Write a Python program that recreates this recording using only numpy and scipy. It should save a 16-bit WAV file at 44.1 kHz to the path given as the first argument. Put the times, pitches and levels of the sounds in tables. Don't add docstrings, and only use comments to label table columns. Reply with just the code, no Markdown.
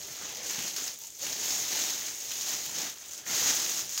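import sys
import numpy as np
from scipy import signal
from scipy.fft import rfft, irfft
from scipy.io import wavfile

SR = 44100
rng = np.random.default_rng(int(sys.argv[2]) if len(sys.argv) > 2 else 0)


def wav_out(sig):
    wavfile.write(sys.argv[1], SR, np.round(np.clip(np.atleast_2d(sig).T, -1, 1) * 32767).astype(np.int16))


N = 176400


def amp(db):
    return 10 ** (np.asarray(db) / 20)


def unit(x):
    return x / np.sqrt(np.sum(x ** 2))


def curve(points):
    return np.interp(np.arange(N) / SR, *np.array(points, float).T)


def walk(per_s):
    steps = rng.standard_normal(8192)
    wander = np.interp(np.arange(N) / SR * per_s, np.arange(len(steps)), steps)
    return wander / wander.std()


def colour(x, spectrum, size=4096):
    hz, db = np.array(spectrum, float).T
    bins_hz = np.fft.rfftfreq(size, 1 / SR) + 1
    gain = amp(np.interp(np.log(bins_hz), np.log(hz), db))
    cepstrum = irfft(np.log(gain))
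    cepstrum[1:size // 2] *= 2
    cepstrum[size // 2 + 1:] = 0
    response = unit(irfft(np.exp(rfft(cepstrum))))
    return signal.oaconvolve(x, response)[:N]


def resonate(x, hz, width_hz):
    return signal.lfilter(*signal.iirpeak(hz, hz / width_hz, fs=SR), x)


def shade(x, db, hz, width_hz):
    return x + (amp(db) - 1) * resonate(x, hz, width_hz)


def smear(train, decay_s):
    keep = np.exp(-2 / (decay_s * SR))
    power = signal.lfilter([1 - keep], [1, -keep], train ** 2 + 1e-18)
    return rng.standard_normal(len(train)) * np.sqrt(power)


def room_tone():
    # f/Hz, level/dB
    floor_colour = [(25, -39), (60, 5), (150, -3.5), (500, 3), (1200, -16), (4000, -6), (15000, -6)]
    return amp(-58) * colour(rng.standard_normal(N), floor_colour)


def room_tail(snap, t60_s=0.21, gap_s=0.003):
    tail = smear(snap, t60_s / np.log(1000))
    return amp(-1) * np.pad(tail, (int(gap_s * SR), 0))[:len(snap)]


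def billowing():
    # t/s, level/dB
    billow = [(0, -55.5), (.6, -53), (.88, -58.5), (1.02, -67), (1.18, -74), (1.3, -54), (1.7, -53.5),
              (2.2, -61), (2.85, -55), (2.98, -67), (3.23, -61), (3.34, -47), (3.52, -53), (3.85, -58.5)]
    # f/Hz, level/dB
    flutter_colour = [(25, -20), (40, -18), (55, -9.5), (100, -4.5), (180, -4), (260, -17), (600, -5.5),
                      (3000, -49)]
    level_db = curve(billow) - 6.5 + 4 * walk(per_s=24.8)
    return amp(level_db) * colour(rng.standard_normal(N), flutter_colour)


def flaps(rise_s=0.0085, glide=0.17, roughness=0.84):
    # t/s, level/dB, f/Hz
    pulls = [(0.58, -37, 175), (.605, -48, 76), (1.222, -37, 572), (1.321, -53, 95), (1.675, -51, 78),
             (1.816, -47, 287), (2.668, -45, 136), (2.783, -39, 174), (3.45, -45, 90)]
    out = np.zeros(N)
    for when, db, hz in pulls:
        age = np.maximum(np.arange(N) / SR - when, 0) / rise_s
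        pitch = hz * (1 + glide * np.tanh(age / 2 - 1))
        tone = np.sin(2 * np.pi * np.cumsum(pitch * (age > 0)) / SR)
        ripples = resonate(resonate(rng.standard_normal(N), hz, hz), hz, hz)
        envelope = amp(db - 10) * age * np.exp(1 - age)
        out += envelope * (tone + roughness * ripples / ripples.std())
    return out


def facet(train, hz, click_s, ripple_db, ripple_s):
    snap = smear(train, click_s) + amp(ripple_db) * smear(train, ripple_s)
    snap = snap + room_tail(snap)
    return amp(-12) * snap + resonate(snap, hz, width_hz=0.3 * hz)


def snaps(per_s, effort_db, spread_db, band_hz, click_s, ripple_db, ripple_s, facets=14):
    low_hz, high_hz = band_hz
    chance = np.clip(per_s * amp(0.8 * effort_db) / SR / facets, 1e-9, 1)
    out = np.zeros(N)
    for hz in np.geomspace(low_hz, high_hz, facets):
        fires = rng.random(N) < chance
        size_db = spread_db * np.minimum(rng.standard_exponential(N), 2.8)
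        bend_db = 0.044 * effort_db * np.log2(np.sqrt(low_hz * high_hz) / hz)
        turn_db = 1.5 * walk(per_s=25)
        train = fires * amp(size_db + bend_db + turn_db) / np.sqrt(chance)
        out += unit(facet(train, hz, click_s, ripple_db, ripple_s))
    return out / out.std()


def taut_panels():
    # peak t/s, half length/s, level/dB, f/Hz
    panels = [(0.067, 0.037, -54, 415), (0.41, 0.14, -52.5, 508), (0.624, 0.064, -49, 2740),
              (1.04, .025, -59, 890), (1.822, 0.11, -41.5, 3920), (1.874, 0.01, -48, 1330),
              (2.115, 0.1, -54, 2230), (3.34, 0.039, -42.5, 1430)]
    crinkle = snaps(per_s=1100, effort_db=0, spread_db=4.5, band_hz=(410, 4000),
                    click_s=0.00036, ripple_db=1.5, ripple_s=0.005, facets=6)
    out = np.zeros(N)
    for when, half_s, db, hz in panels:
        width_hz = 0.2 * hz
        body = resonate(resonate(crinkle, hz, width_hz), hz, width_hz)
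        swell = np.exp(-0.5 * ((np.arange(N) / SR - when) / half_s) ** 2)
        out += amp(db - 4) * swell * body / body.std()
    return out


def cracks(size=8192):
    # t/s, level/dB, facet f/Hz, ripples relative to the click/dB
    buckles = [(0.3708, -4.5, 4040, 8), (.46, -5, 5500, 12), (0.509, -4, 6000, 0), (0.5902, -1.5, 3020, -5),
               (.662, -2.5, 5100, -1), (0.7632, 3.5, 4750, 6), (0.7831, -7.5, 1380, 6),
               (0.8777, 1, 5070, 9), (.988, -11, 13000, -2), (1.231, -12, 4500, 2), (1.2665, 1, 3670, 4),
               (1.2967, -5, 5500, -4), (1.3286, -0.5, 5500, 4), (1.5072, 3.5, 5500, -6),
               (1.8381, 0.5, 6000, 7), (2.0845, -16, 1500, -5), (2.308, -1, 4260, 0),
               (2.3192, -0.5, 3200, 1), (2.411, 0, 6050, -7), (2.4915, 1, 5500, 3),
               (2.5956, -10, 1900, -10), (2.7851, 1.5, 5500, 3), (3.059, -9, 9100, 0),
               (3.1105, -8, 6230, 4), (3.134, -5, 6600, 15), (3.1781, -5.5, 7400, 1),
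               (3.264, -5.5, 1790, 12), (3.3792, -1, 6500, -4), (3.793, 0.5, 6000, 12),
               (3.8932, -3.5, 6600, -3), (3.9235, -5.5, 6530, -2), (3.9776, 6, 5060, 2)]
    # f/Hz, level/dB
    crack_colour = [(200, -15), (1500, 1.5), (5000, -3.5), (7000, -7), (9500, -10.5), (15500, 4)]
    out = np.zeros(N + SR)
    for when, db, hz, ripple_db in buckles:
        start = int(when * SR)
        snap = facet(signal.unit_impulse(size), hz, click_s=0.0004, ripple_db=ripple_db, ripple_s=0.0035)
        out[start:start + size] += amp(db - 7) * unit(snap)
    return colour(out[:N], crack_colour)


def crinkling(reference_db=-35):
    # t/s, level/dB
    motion = [(0.0, -39.5), (0.41, -44), (0.47, -34), (0.68, -34.5), (0.76, -38), (0.77, -33.5),
              (0.85, -36.5), (0.88, -33.5), (0.97, -47), (1.06, -41.5), (1.1, -45), (1.19, -45.5),
              (1.225, -33.5), (1.39, -35), (1.46, -30), (1.65, -31.5), (1.78, -28.5), (2.18, -38),
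              (2.53, -30.5), (2.63, -36), (2.66, -32.5), (2.72, -38), (2.76, -33.5), (2.9, -36),
              (2.95, -47), (3.19, -43), (3.24, -56), (3.27, -37.5), (3.35, -27), (3.42, -28.5), (3.48, -23),
              (3.58, -28.5), (3.78, -31), (3.79, -31), (3.87, -39), (4.0, -33.5)]
    # t/s, level/dB
    folding = [(.17, -53), (.22, -47), (.33, -47.5), (.6, -42), (.75, -48.5), (.78, -44.5), (.9, -50),
               (.99, -62.5), (1.05, -57), (1.15, -66), (1.205, -51.5), (1.24, -43.5), (1.37, -45.5),
               (1.44, -42.5), (1.69, -44.5), (1.75, -40), (2.18, -51.5), (2.36, -49.5), (2.53, -42.5),
               (2.62, -51), (2.73, -48.5), (2.79, -43), (2.9, -48), (2.95, -56.5), (3.25, -55),
               (3.3, -40.5), (3.5, -38), (3.56, -42.5), (3.79, -45.5), (3.88, -55.5)]
    # f/Hz, level/dB
    crease_colour = [(300, -34), (1200, -7), (2200, -9.5), (3200, -8), (5000, -5.5), (6500, -4.5),
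                     (8000, -12), (9500, -13.5), (11500, -8.5), (14000, -1.5), (15500, -1)]
    fold_colour = [(40, -43), (100, -6), (200, 2.5), (300, 1), (480, -3), (800, -1), (1150, -4), (2000, 2),
                   (2500, -0.5), (3200, 2), (6000, 2.5), (12000, -27.5)]
    tick_colour = [(500, -30), (3000, -44), (6500, -4), (9500, -12.5), (13000, -7), (15500, -3)]
    avalanche_db = 0.7 * walk(per_s=190)
    effort_db = curve(motion) - reference_db + avalanche_db
    creases = snaps(per_s=2400, effort_db=effort_db, spread_db=4.5, band_hz=(2600, 8250),
                    click_s=0.00045, ripple_db=-0.5, ripple_s=0.005)
    folds = snaps(per_s=1100, effort_db=effort_db, spread_db=1.5, band_hz=(306, 3210),
                  click_s=0.00083, ripple_db=-0.5, ripple_s=0.0071)
    ticks = snaps(per_s=320, effort_db=effort_db, spread_db=3, band_hz=(6940, 15900),
                  click_s=0.0001, ripple_db=-9, ripple_s=0.0015)
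    return (amp(reference_db - 4 + effort_db) * colour(creases, crease_colour)
            + amp(curve(folding) + avalanche_db) * colour(folds, fold_colour)
            + amp(reference_db - 13.5 + 0.55 * effort_db) * colour(ticks, tick_colour))


def rustle():
    # t/s, level/dB
    hollow = [(.27, 1.5), (.38, -8), (.48, 0.5), (.62, -3.5), (.8, -3.5), (1.4, -3.5), (1.9, 0),
              (2.04, -1.5), (2.36, -4), (2.55, 1)]
    # t/s, level/dB
    presence = [(.16, -1), (.22, 1.5), (.5, 0)]
    hollowed = shade(crinkling(), curve(hollow), hz=1320, width_hz=1000)
    return shade(hollowed, curve(presence), hz=3520, width_hz=1600)


def scene():
    return (room_tone() + rustle() + taut_panels() + cracks() + billowing() + flaps())[None]


def record(dry):
    heard = shade(dry, db=11, hz=6650, width_hz=1126)
    low_cut = signal.butter(3, 38, "high", fs=SR, output="sos")
    high_cut = signal.ellip(12, 0.2, 90, 15780, fs=SR, output="sos")
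    return signal.sosfilt(high_cut, signal.sosfilt(low_cut, heard))


dry = scene()
out = record(dry)
wav_out(out)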